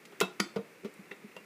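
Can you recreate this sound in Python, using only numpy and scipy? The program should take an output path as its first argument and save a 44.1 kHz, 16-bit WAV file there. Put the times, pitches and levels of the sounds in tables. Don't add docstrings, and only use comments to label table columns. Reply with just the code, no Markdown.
import sys
import numpy as np
from scipy import signal
from scipy.fft import rfft, irfft, next_fast_len
from scipy.io import wavfile
from scipy.ndimage import uniform_filter1d, map_coordinates

SR = 44100
rng = np.random.default_rng(int(sys.argv[2]) if len(sys.argv) > 2 else 0)


def wrap_up_sound(samples):
    columns = np.atleast_2d(samples).T
    tamed = np.clip(columns, -1, 1)
    steps = np.round(tamed * 32767).astype(np.int16)
    wavfile.write(sys.argv[1], SR, steps)


N = 63945
T = np.arange(SR // 2) / SR


def amp(db):
    return 10 ** (np.asarray(db) / 20)


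def along(points, hz):
    freqs, values = np.transpose(points)
    return np.interp(np.log(hz + 1), np.log(freqs + 1), values)


def add(track, s, sound):
    part = track[int(s * SR):][:len(sound)]
    part += sound[:len(part)]


def fade(t60):
    return amp(-60 * T / t60)


def coloured(x, colour_db, size=4096):
    cepstrum = irfft(np.log(amp(colour_db(np.fft.rfftfreq(size, 1 / SR)))))
    cepstrum[1:size // 2] *= 2
    cepstrum[size // 2 + 1:] = 0
    impulse = irfft(np.exp(rfft(cepstrum)))
    return signal.fftconvolve(x, impulse / np.linalg.norm(impulse))[:len(x)]


def evened(x, smooth_bins=150):
    freqs = np.fft.rfftfreq(len(x), 1 / SR)
    power = np.abs(uniform_filter1d(np.abs(rfft(x)) ** 2, smooth_bins))
    flat = coloured(x, lambda hz: -10 * np.log10(np.interp(hz, freqs, power) + 1e-12))
    return flat * np.linalg.norm(x) / np.linalg.norm(flat)


def dying_noise(t60_of, size=128):
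    hz, t, spectra = signal.stft(rng.standard_normal(len(T)), SR, nperseg=size)
    decay = amp(-60 * t / t60_of(hz)[:, None])
    return signal.istft(spectra * decay, SR, nperseg=size)[1][:len(T)]


def ring(modes, scatter_db=1.4, attack_s=0.0025):
    out = np.zeros(len(T))
    for hz, db, t60 in modes:
        gain = amp(db + scatter_db * rng.normal())
        out += gain * fade(t60) * np.sin(2 * np.pi * (hz * T + rng.random()))
    return out * (1 - np.exp(-T / attack_s))


def contacts(hits, colour, treble_damping=0.052, peak_octaves=0.19):
    out = np.zeros(N)
    for s, db, tilt_db, t60, peak_hz, peak_db in hits:
        decay_s = lambda hz: t60 * (np.maximum(hz, 500) / 2000) ** -treble_damping
        tilt = lambda hz: tilt_db * np.log2(np.maximum(hz, 400))
        peak = lambda hz: peak_db * np.exp(-(np.log2((hz + 1) / peak_hz) / peak_octaves) ** 2)
        burst = evened(dying_noise(decay_s))
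        add(out, s, amp(db) * coloured(burst, lambda hz: along(colour, hz) + tilt(hz) + peak(hz)))
    return out


# f/Hz, level/dB
AIR_EQ = [(30, -51), (70, -26), (110, -13), (175, -0.5), (260, -3.5), (390, 0), (470, -2), (620, -11),
          (900, -12), (1350, -10.5), (1600, -11), (2150, -7), (2680, -11.5), (3000, -19), (4500, -22),
          (8000, -25), (15000, -28.5)]
def air(level_db=-56, waver_db=0.14, waver_hz=14):
    waver = map_coordinates(rng.standard_normal(N), [np.arange(N) * waver_hz / SR], order=1)
    hush = coloured(rng.standard_normal(N), lambda hz: along(AIR_EQ, hz))
    return amp(level_db + waver_db * waver) * hush


# f/Hz, t60/s
ROOM_DECAY = [(100, 0.1), (400, 0.28), (2000, .3), (6000, .28), (15000, 0.097)]
# f/Hz, level/dB
ROOM_EQ = [(100, -16), (200, -14), (320, 0.5), (450, -13.5), (700, -9), (2000, -13.5), (3500, -12.5),
           (6500, -14.5), (10000, -12), (15000, -16)]
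def kitchen(send, predelay_s=0.008):
    tail = evened(dying_noise(lambda hz: along(ROOM_DECAY, hz)))
    eq = amp(along(ROOM_EQ, np.fft.rfftfreq(len(T), 1 / SR)))
    tail = irfft(rfft(tail / np.linalg.norm(tail)) * eq)
    impulse = np.pad(tail[:len(T) // 2], (int(predelay_s * SR), 0))
    return signal.fftconvolve(send, impulse)[:N]


# t/s, deep level/dB, deep f/Hz, hollow level/dB, hollow f/Hz, attack/s, t60/s
WORKTOP_THUMPS = [(0.125, -59, 187, -41, 396, 0.0026, 0.052), (0.2113, -45, 185, -11.5, 433, 0.0023, 0.039),
                  (0.221, -24, 187.4, -31, 363.5, 0.0057, 0.12),
                  (0.402, -21, 198.7, -32.5, 338, 0.005, 0.088), (0.5621, -24, 196, -22, 449, 0.0025, 0.08),
                  (.587, -31, 196, -29, 468, 0.001, 0.075), (.835, -43, 207, -38.5, 394, 0.0018, 0.054),
                  (.846, -28.5, 214, -30, 414, 0.0029, 0.091), (.859, -54, 202, -35, 454, 0.0019, 0.068),
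                  (.990, -28, 192.5, -49, 403, 0.012, 0.056),
                  (1.115, -46.5, 214, -36.5, 400.5, 0.0019, 0.064),
                  (1.243, -27.5, 210, -39, 415, 0.0081, 0.053),
                  (1.365, -50.5, 184.5, -42, 491, 0.00057, 0.069)]
def worktop():
    out = np.zeros(N)
    for s, deep_db, deep_hz, hollow_db, hollow_hz, attack, t60 in WORKTOP_THUMPS:
        deep = amp(deep_db) * np.sin(2 * np.pi * deep_hz * T)
        hollow = amp(hollow_db) * np.sin(2 * np.pi * hollow_hz * T)
        add(out, s, (deep + hollow) * fade(t60) * (1 - np.exp(-T / attack)))
    return out


# f/Hz, level/dB, t60/s
WALL_MODES = [(523, -4, 0.084), (671, -5.5, .1), (784, 1, 0.14), (818, -15, 0.21), (1027.5, 8, 0.091),
              (1115, -3, 0.13), (1234, -10, 0.34), (1397, 4.5, 0.11), (1464, 5.5, 0.08), (2144, -3, 0.076),
              (3293, 1, 0.074), (4030, -6, 0.11), (3764, -2.5, 0.17), (5720, -12, 0.12)]
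# t/s, level/dB
WALL_HITS = [(0.2116, -36.5), (0.56, -56.5), (1.111, -60)]
def wall_ring():
    out = np.zeros(N)
    for s, db in WALL_HITS:
        add(out, s, amp(db) * ring(WALL_MODES))
    return out


# t/s, level/dB, tilt/(dB per octave), t60/s, peak f/Hz, peak boost/dB
KNOCK_HITS = [(.123, -49.5, -1.5, 0.08, 470, 6.2), (.2114, -20.5, 1.5, 0.038, 1450, 3),
              (.228, -34.5, -2, 0.1, 770, 5), (.5606, -31.5, -3, 0.075, 580, 10.6),
              (.847, -44, 0.5, .06, 490, 11), (.856, -46, -1.6, 0.11, 520, 13),
              (1.116, -47.5, -0.5, 0.065, 3660, 11), (1.241, -53, -6.5, 0.032, 450, 4.5),
              (1.3655, -41.5, -2, 0.053, 990, 4)]
# f/Hz, level/dB
KNOCK_EQ = [(50, -53), (120, -22), (250, -12.5), (420, 0.5), (600, -0.5), (800, -1.5), (1480, -1.5),
            (1650, -14.5), (2100, -6), (3300, -7), (4400, -13), (5100, -14.5), (9000, -23), (15000, -24.5)]
def body_knocks():
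    return contacts(KNOCK_HITS, KNOCK_EQ)


# t/s, level/dB, tilt/(dB per octave), t60/s, peak f/Hz, peak boost/dB
CLACK_HITS = [(.397, -32.5, -6, .03, 2180, 2.5), (0.4007, -19, -0.55, 0.03, 2250, 1.1)]
# f/Hz, level/dB
CLACK_EQ = [(30, -22), (300, -2), (650, -9.5), (1000, -5), (1450, 2.5), (1620, -14), (1850, 0.5),
            (2400, -2), (2850, -11.5), (3100, -2), (3400, -9), (4150, -11.5), (4600, -0.5), (5200, -12.5),
            (5650, -4), (6000, -16), (6400, -2.5), (6800, -13), (7800, -13), (8300, -30), (10300, -10),
            (12300, -28.5), (14200, -18), (15500, -34)]
# f/Hz, level/dB, t60/s
FOOT_MODES = [(1280, -4, 0.15), (1417, 8, 0.12), (2326, -6, 0.18), (3550, -9, 0.31), (4344, -9, 0.38),
              (4820, 3, 0.13), (5250, -3, .12), (6330, -8, 0.16), (7400, -12, 0.26), (7800, -15, 0.24)]
def foot_clacks(ring_db=-21.5):
    out = contacts(CLACK_HITS, CLACK_EQ)
    for s, db, *_ in CLACK_HITS:
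        add(out, s, amp(db + ring_db) * ring(FOOT_MODES))
    return out


# t/s, level/dB, tilt/(dB per octave), t60/s, peak f/Hz, peak boost/dB
BRIGHT_HITS = [(.053, -48, 0.5, 0.048, 4480, 4), (.2022, -27, -5, 0.027, 1990, 2),
               (.2041, -21.5, 5, .007, 7300, 5.5), (.2092, -34.5, -1.5, 0.062, 10200, 8),
               (.5622, -45.5, -4.5, 0.041, 4870, 18), (.853, -53.5, -6.5, 0.11, 4300, 9),
               (.9403, -52, 14, 0.016, 9000, 10), (1.1125, -34.5, -10.5, 0.029, 1910, 10),
               (1.311, -56, -6, 0.045, 2600, 11), (1.3655, -55, 5, .03, 4900, 7)]
# f/Hz, level/dB
BRIGHT_EQ = [(300, -27), (1600, -12.5), (1950, 5), (3000, -2), (4500, -7.5), (6000, -6.5), (7300, -6.5),
             (9500, -16.5), (10400, -12), (12200, -30), (13500, -14), (15500, -30)]
def bright_metal():
    return contacts(BRIGHT_HITS, BRIGHT_EQ)


# f/Hz, level/dB, t60/s
RIM_MODES = [(2600, -1, .085), (2634, 0, .125), (2708, -8, .11)]
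# t/s, level/dB, pitch ratio, decay ratio, attack/s
CLINK_HITS = [(0.214, -25, 1, 0.98, 0.0082), (1.1129, -34, 1.02, .45, 0.009),
              (1.3652, -42, 1.05, .85, 0.0038)]
def rim_clinks():
    out = np.zeros(N)
    for s, db, pitch, length, attack in CLINK_HITS:
        beating = sum(amp(level) * fade(t60 * length) * np.sin(2 * np.pi * hz * pitch * T)
                      for hz, level, t60 in RIM_MODES)
        add(out, s, amp(db) * (1 - np.exp(-T / attack)) * beating)
    return out


def scene(thump_send_db=-2, clink_send_db=-9):
    pot = bright_metal() + body_knocks() + foot_clacks() + wall_ring()
    thumps, clinks = worktop(), rim_clinks()
    reverb = kitchen(pot + amp(thump_send_db) * thumps + amp(clink_send_db) * clinks)
    return (pot + thumps + clinks + reverb + air())[None]


def record(dry, low_cut_hz=120, top_hz=15500):
    thin = signal.sosfilt(signal.butter(2, low_cut_hz, 'high', fs=SR, output='sos'), dry)
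    size = next_fast_len(N + SR // 2)
    passband = np.fft.rfftfreq(size, 1 / SR) < top_hz
    return irfft(rfft(thin, size) * passband, size)[..., :N]


dry = scene()
out = record(dry)
wrap_up_sound(out)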